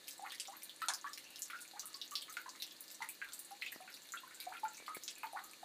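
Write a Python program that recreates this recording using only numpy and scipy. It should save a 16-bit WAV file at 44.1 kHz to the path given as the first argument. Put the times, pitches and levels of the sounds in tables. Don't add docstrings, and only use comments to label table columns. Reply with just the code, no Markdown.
import sys
import numpy as np
from scipy import signal
from scipy.fft import rfft, irfft
from scipy.io import wavfile

SR = 44100
rng = np.random.default_rng(int(sys.argv[2]) if len(sys.argv) > 2 else 0)


def wrap_up_sound(samples):
    columns = np.atleast_2d(samples).T
    tamed = np.clip(columns, -1, 1)
    steps = np.round(tamed * 32767).astype(np.int16)
    wavfile.write(sys.argv[1], SR, steps)


N = 248724
T = np.arange(SR // 4) / SR
TOP_HZ = 15400


def undb(db):
    return 10 ** (np.asarray(db) / 20)


def fade(t60):
    return np.exp(-np.log(1000) * T / t60)


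def band(x, lo_hz, hi_hz, order=2):
    edges = [lo_hz, min(hi_hz, SR / 2 - 1)]
    return signal.sosfilt(signal.butter(order, edges, "band", fs=SR, output="sos"), x)


def onset_rms(x):
    return np.sqrt(np.mean(x[:SR // 50] ** 2) + 1e-20)


def burst_level(x, db):
    return x * undb(db) / onset_rms(x)


def add(out, s, x):
    i = int(np.clip(s * SR, 0, N - 1))
    out[i:i + len(x)] += x[:N - i]


def tiles(x, wet_db, t60, slap_db):
    grain, tail = rng.standard_normal((2, len(T)))
    slaps = grain ** 3 * fade(0.061) * (T > .0025)
    tail = tail * fade(t60) * np.minimum(T / 0.019, 1)
    echo = undb(slap_db) * slaps / np.linalg.norm(slaps)
    echo = echo + undb(wet_db) * tail / np.linalg.norm(tail)
    echo[0] += 1
    return signal.fftconvolve(x, echo)[:len(x)]


# t/s, initial f/Hz, level/dB (before the common gain), life/s,
# pitch rise by the end of life/octaves, impact crack level re the tone/dB
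BUBBLE_DROPS = [(.193, 753, -48, 0.075, 1.45, -16), (.323, 1833, -54.5, 0.026, 0.38, -9),
                (.482, 793, -51.5, 0.07, 1.6, -3), (.817, 1292, -40, 0.029, 0.19, -6.5),
                (.884, 944, -43, 0.023, 0.26, 2.5), (.900, 1140, -42.5, 0.0095, 0.26, 4.5),
                (1.043, 1134, -44.5, 0.041, 0.17, -3.5), (1.065, 1660, -48, 0.0068, 0.23, -4.5),
                (1.500, 1460, -50, 0.015, 0.5, 13), (1.532, 1412, -45, 0.015, 0.21, -15),
                (1.735, 788, -54, 0.043, 1.5, -25), (1.945, 1116, -60.5, 0.021, 0.04, -23),
                (2.117, 1144, -50, 0.023, 0.16, -15), (2.282, 1252, -54, 0.029, .7, -1),
                (2.369, 1403, -43, 0.025, 0.086, -1.5), (2.460, 1018, -49.5, .019, 0.042, -11),
                (2.552, 1260, -61.5, .02, .1, 2), (3.004, 882, -46, .022, 1.25, -12),
                (3.02, 1962, -45, 0.0044, 0.11, -27), (3.089, 2290, -54, 0.004, .2, -1),
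                (3.216, 1558, -43, 0.0067, 0.15, -4.5), (3.510, 798, -50.5, 0.023, 0.055, -13),
                (3.723, 1820, -52, 0.0033, 0.13, -10), (3.803, 739, -55, 0.038, 0.038, -10),
                (3.877, 1367, -53.5, 0.017, 0.91, -2), (4.137, 1360, -44.5, 0.0096, 0.29, -8.5),
                (4.233, 1030, -54.5, 0.0091, 0.19, -12), (4.269, 1430, -61, 0.0098, 0.36, -12),
                (4.309, 1426, -57.5, 0.014, 0.91, -3), (4.467, 732, -44.5, 0.012, 0.039, -23),
                (4.503, 767, -51, 0.021, 0.83, -20), (4.524, 1430, -52, 0.0052, 0.58, -27),
                (4.549, 1373, -51, 0.015, 0.076, -5), (4.632, 867, -37.5, .03, 0.027, -17),
                (4.65, 1364, -47, 0.014, 0.15, -9.5), (4.880, 1249, -44, .034, 0.025, -6),
                (5.233, 900, -43, 0.025, 0.036, -8.5), (5.332, 755, -43.5, 0.041, 1.35, -31),
                (5.63, 765, -43, 0.053, .1, -25)]


def bubbles(sag=0.99, crack_t60=0.0077, burst_db=-13, burst_t60=0.14, gain_db=1):
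    out = np.zeros(N)
    for s, hz, db, life, octaves, crack_db in BUBBLE_DROPS:
        age = np.minimum(T / max(life, .003), 1.2)
        pitch = hz * 2 ** (octaves * np.minimum(age, 1.05) ** 4)
        attack = 1 - np.exp(-T / 0.0012)
        cutoff = np.clip((1.05 - age) / 0.025, 0, 1)
        swell = attack * np.exp(-sag * age) * cutoff
        tone = np.sin(2 * np.pi * np.cumsum(pitch) / SR) * swell

        impact, froth = rng.standard_normal((2, len(T)))
        crack = band(impact * fade(crack_t60), 0.81 * hz, 1.66 * hz, order=3)
        drop = burst_level(tone, 0) + burst_level(crack, crack_db)

        spatter = band(froth ** 3 * fade(burst_t60), 1.3 * hz, 2.48 * hz, order=3)
        spatter = octaves * burst_level(spatter, burst_db)
        drop = drop + np.interp(T - 0.69 * life, T, spatter, left=0)

        heard = tiles(drop, wet_db=-1.5, t60=0.2, slap_db=1.5)
        energy = np.linalg.norm(burst_level(drop, db + gain_db))
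        add(out, s, heard / np.linalg.norm(heard) * energy)
    return out


RING_DB, RING_DB_PER_OCTAVE = 4, -24
TICK_LO_HZ = 8150
WALL_ECHO_S, WALL_ECHO_DB = .008, -13

# t/s, centre f/Hz, body level/dB,
# spread of the smack either side of f/octaves, level of the sharp tick on top/dB
SPLASH_DROPS = [(0.081, 5800, -49.5, 1.1, -50.5), (.109, 6400, -51.5, 0.6, -59),
                (0.263, 2060, -53.5, 0.39, -65), (0.306, 3540, -52.5, 0.17, -80),
                (.320, 2820, -50, .9, -56.5), (.399, 5160, -42, 0.88, -57), (0.454, 3780, -55.5, .3, -68),
                (.473, 5830, -57, 0.14, -79), (0.568, 12400, -56.5, .12, -69),
                (.633, 11600, -62, 0.29, -50), (0.695, 3420, -52, 0.33, -66), (0.819, 2870, -50, 0.69, -56),
                (0.8845, 5430, -35.5, 0.79, -61), (.937, 5150, -44, 0.46, -50.5),
                (1.133, 5650, -49, 0.65, -59), (1.176, 3900, -51, .95, -57.5),
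                (1.359, 4800, -52.5, 0.43, -62), (1.392, 9300, -53.5, 0.49, -61),
                (1.420, 6970, -43, 0.17, -50.5), (1.504, 2840, -53.5, 0.79, -62),
                (1.614, 6700, -51, 0.65, -56), (1.795, 5700, -44.5, 0.42, -56),
                (1.856, 11200, -53.5, .25, -53), (1.943, 4660, -48, 0.11, -70),
                (2.015, 3920, -44.5, 0.42, -65), (2.11, 6950, -54.5, .25, -55.5),
                (2.154, 3990, -38.5, 0.34, -54), (2.223, 3650, -50, 0.37, -57),
                (2.297, 6640, -57, 0.22, -58), (2.326, 8800, -58, 0.12, -55), (2.369, 4740, -54, 0.63, -62),
                (2.492, 5960, -51.5, 0.45, -70), (2.601, 3920, -51, 0.11, -63),
                (2.622, 3800, -43.5, 0.54, -51), (2.712, 3400, -57.5, 0.34, -84),
                (2.807, 11900, -55, 0.37, -54), (2.914, 5400, -58, 0.77, -55), (2.945, 6700, -58, .45, -78),
                (3.022, 5730, -52.5, 0.97, -68), (3.089, 9900, -49.5, 0.37, -49.5),
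                (3.322, 4900, -55, 0.54, -70), (3.334, 7950, -49, 0.24, -53), (3.392, 8900, -52, 0.14, -50),
                (3.448, 8300, -56, 0.48, -62), (3.615, 4120, -51.5, 0.081, -74),
                (3.621, 2535, -42, 0.31, -70), (3.663, 2450, -46.5, 0.21, -83),
                (3.671, 3340, -49.5, 0.4, -85), (3.720, 7660, -66, 0.51, -50.5),
                (3.941, 4070, -53.5, .2, -59), (4.121, 6980, -49, 0.12, -60), (4.173, 3260, -51, 0.33, -82),
                (4.346, 7340, -56, 0.34, -64), (4.402, 4240, -49, 0.18, -51.5),
                (4.547, 2180, -60.5, 0.48, -70), (4.569, 2620, -54.5, 0.33, -82),
                (4.682, 7160, -55.5, 0.15, -71), (4.746, 5950, -57.5, .12, -67),
                (4.77, 6900, -55.5, .3, -67), (4.864, 3400, -55, 0.51, -65),
                (4.947, 2240, -52.5, 0.093, -50), (5.036, 6200, -50.5, .25, -55),
                (5.0794, 4100, -43.5, 0.85, -68), (5.232, 2080, -49.5, 0.33, -61),
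                (5.439, 7100, -62, 0.091, -57.5)]


def splashes(ring_cycles=45, snap_t60=0.0065, fizz_db=-7, fizz_t60=0.077, skirt_db=-21, skirt_lo_hz=2300):
    out = np.zeros(N)
    for s, hz, db, spread, tick_db in SPLASH_DROPS:
        smack, droplets = rng.standard_normal((2, len(T)))
        snap = burst_level(smack * fade(snap_t60), 0)
        snap = snap + burst_level(droplets ** 5 * fade(fizz_t60), fizz_db)
        phase = 2 * np.pi * hz * T * (1 + 2 * np.minimum(T, .03))
        ring = np.sin(phase) * fade(ring_cycles / hz)

        ratio = 2 ** max(spread, .05)
        core = burst_level(band(snap, hz / ratio, hz * ratio, order=3), 0)
        skirt = burst_level(band(snap, skirt_lo_hz, TOP_HZ, order=3), skirt_db)
        ring = burst_level(band(ring, hz / 2, hz * 2), RING_DB + RING_DB_PER_OCTAVE * spread)
        body = core + skirt + ring
        tick = band(snap, TICK_LO_HZ, TOP_HZ, order=3)

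        lag = int(WALL_ECHO_S * SR * rng.uniform(0.86, 1.3))
        for part, part_db in (body, db), (tick, tick_db):
            part = part + undb(WALL_ECHO_DB) * np.pad(part, (lag, 0))[:len(T)]
            heard = tiles(part, wet_db=-3.5, t60=0.14, slap_db=0)
            add(out, s, burst_level(heard, part_db))
    return out


def falling_droplets(count=3, db=-15, delay_s=.012, flight_s=.09, octaves=0.72, ring_cycles=30, rough=0.24):
    out = np.zeros(N)
    for s, hz, splash_db, *_ in SPLASH_DROPS:
        for when, size, strength in rng.random((count, 3)):
            pitch = np.clip(hz * 2 ** (octaves * (2 * size - .5)), 2300, 14000)
            tick = np.sin(2 * np.pi * pitch * T) + rough * rng.standard_normal(len(T))
            tick = tick * fade(ring_cycles / pitch)
            add(out, s + delay_s + flight_s * when, burst_level(tick, splash_db + db) * strength)
    return tiles(band(out, 2500, TOP_HZ, order=3), wet_db=-14.5, t60=0.09, slap_db=-3)


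def small_bubbles(count=24, db=-63, lo_hz=1200, hi_hz=3000, ring_cycles=40, octaves_per_s=6):
    out = np.zeros(N)
    for when, size, strength in rng.random((count, 3)):
        hz = lo_hz * (hi_hz / lo_hz) ** size
        pitch = hz * 2 ** (octaves_per_s * T)
        ping = np.sin(2 * np.pi * np.cumsum(pitch) / SR) * fade(ring_cycles / hz)
        add(out, when * N / SR, burst_level(ping, db) * strength)
    return tiles(out, wet_db=7.5, t60=0.44, slap_db=-0.5)


def spray(count=380, db=-65.5, lo_hz=2200, hi_hz=14500):
    out = np.zeros(N)
    for when, size, strength in rng.random((count, 3)):
        hz = lo_hz * (hi_hz / lo_hz) ** size
        tick = np.sin(2 * np.pi * hz * T) + 0.55 * rng.standard_normal(len(T))
        tick = tick * fade(25 / hz)
        add(out, when * N / SR, burst_level(tick, db) * 2 * strength ** 2)
    return tiles(band(out, 1400, TOP_HZ), wet_db=-15.5, t60=0.06, slap_db=-1.5)


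# t/s, level/dB, f/Hz
KNOCK_EVENTS = [(3.761, -57, 490), (4.801, -61.5, 517), (4.824, -62, 586), (4.969, -51.5, 540)]


def knocks(t60=0.0039, click=0.78, click_t60=0.021):
    out = np.zeros(N)
    for s, db, hz in KNOCK_EVENTS:
        bump = np.sin(2 * np.pi * hz * T) * fade(t60)
        bump = bump + click * rng.standard_normal(len(T)) * fade(click_t60)
        add(out, s, burst_level(band(bump, 193, 2100), db))
    return out


AIR_DB = -60.5

# f/Hz, relative level per Hz/dB
AIR_SPECTRUM = [(25, -29), (66, -18), (170, -1.5), (300, 4), (430, 0.5), (700, -0.5), (1500, -1.5),
                (2000, 0.5), (3100, -3.5), (3700, 5), (4350, 7.5), (5300, -7), (6500, -0.5), (10000, -4.5),
                (15500, -10.5)]
# centre f/Hz, width/Hz, level over the hiss/dB
WHINE_RESONANCES = [(1746, 33, 10), (2850, 32, 9.5)]
# f/Hz, rms level before wavering/dB
HUM_PARTIALS = [(120, -96), (280, -84.5), (326, -79), (515, -82.5), (571, -85)]


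def room_tone(waver=0.32):
    hz, db = np.transpose(AIR_SPECTRUM)
    f = np.fft.rfftfreq(N, 1 / SR)
    sing = 1
    for centre, width, over_db in WHINE_RESONANCES:
        sing = sing + undb(over_db) ** 2 / (1 + (2 * (f - centre) / width) ** 2)
    colour = undb(np.interp(np.log(f + 1), np.log(hz), db)) * np.sqrt(sing)
    air = irfft(rfft(rng.standard_normal(N)) * colour, N)

    t = np.arange(N) / SR
    knots = np.linspace(0, t[-1], 40)
    hum = 0
    for hz, db in HUM_PARTIALS:
        swell, drift = (np.interp(t, knots, walk) for walk in rng.standard_normal(size=(2, 40)))
        tone = np.sin(2 * np.pi * hz * t + 0.72 * drift)
        hum = hum + np.sqrt(2) * undb(db) * (1 + waver * swell) * tone
    return air / air.std() * undb(AIR_DB) + hum


def scene():
    water = bubbles() + splashes() + falling_droplets() + small_bubbles() + spray()
    return (water + knocks() + room_tone())[None]


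def record(dry):
    return signal.sosfilt(signal.ellip(10, .2, 70, TOP_HZ, fs=SR, output="sos"), dry)


dry = scene()
out = record(dry)
wrap_up_sound(out)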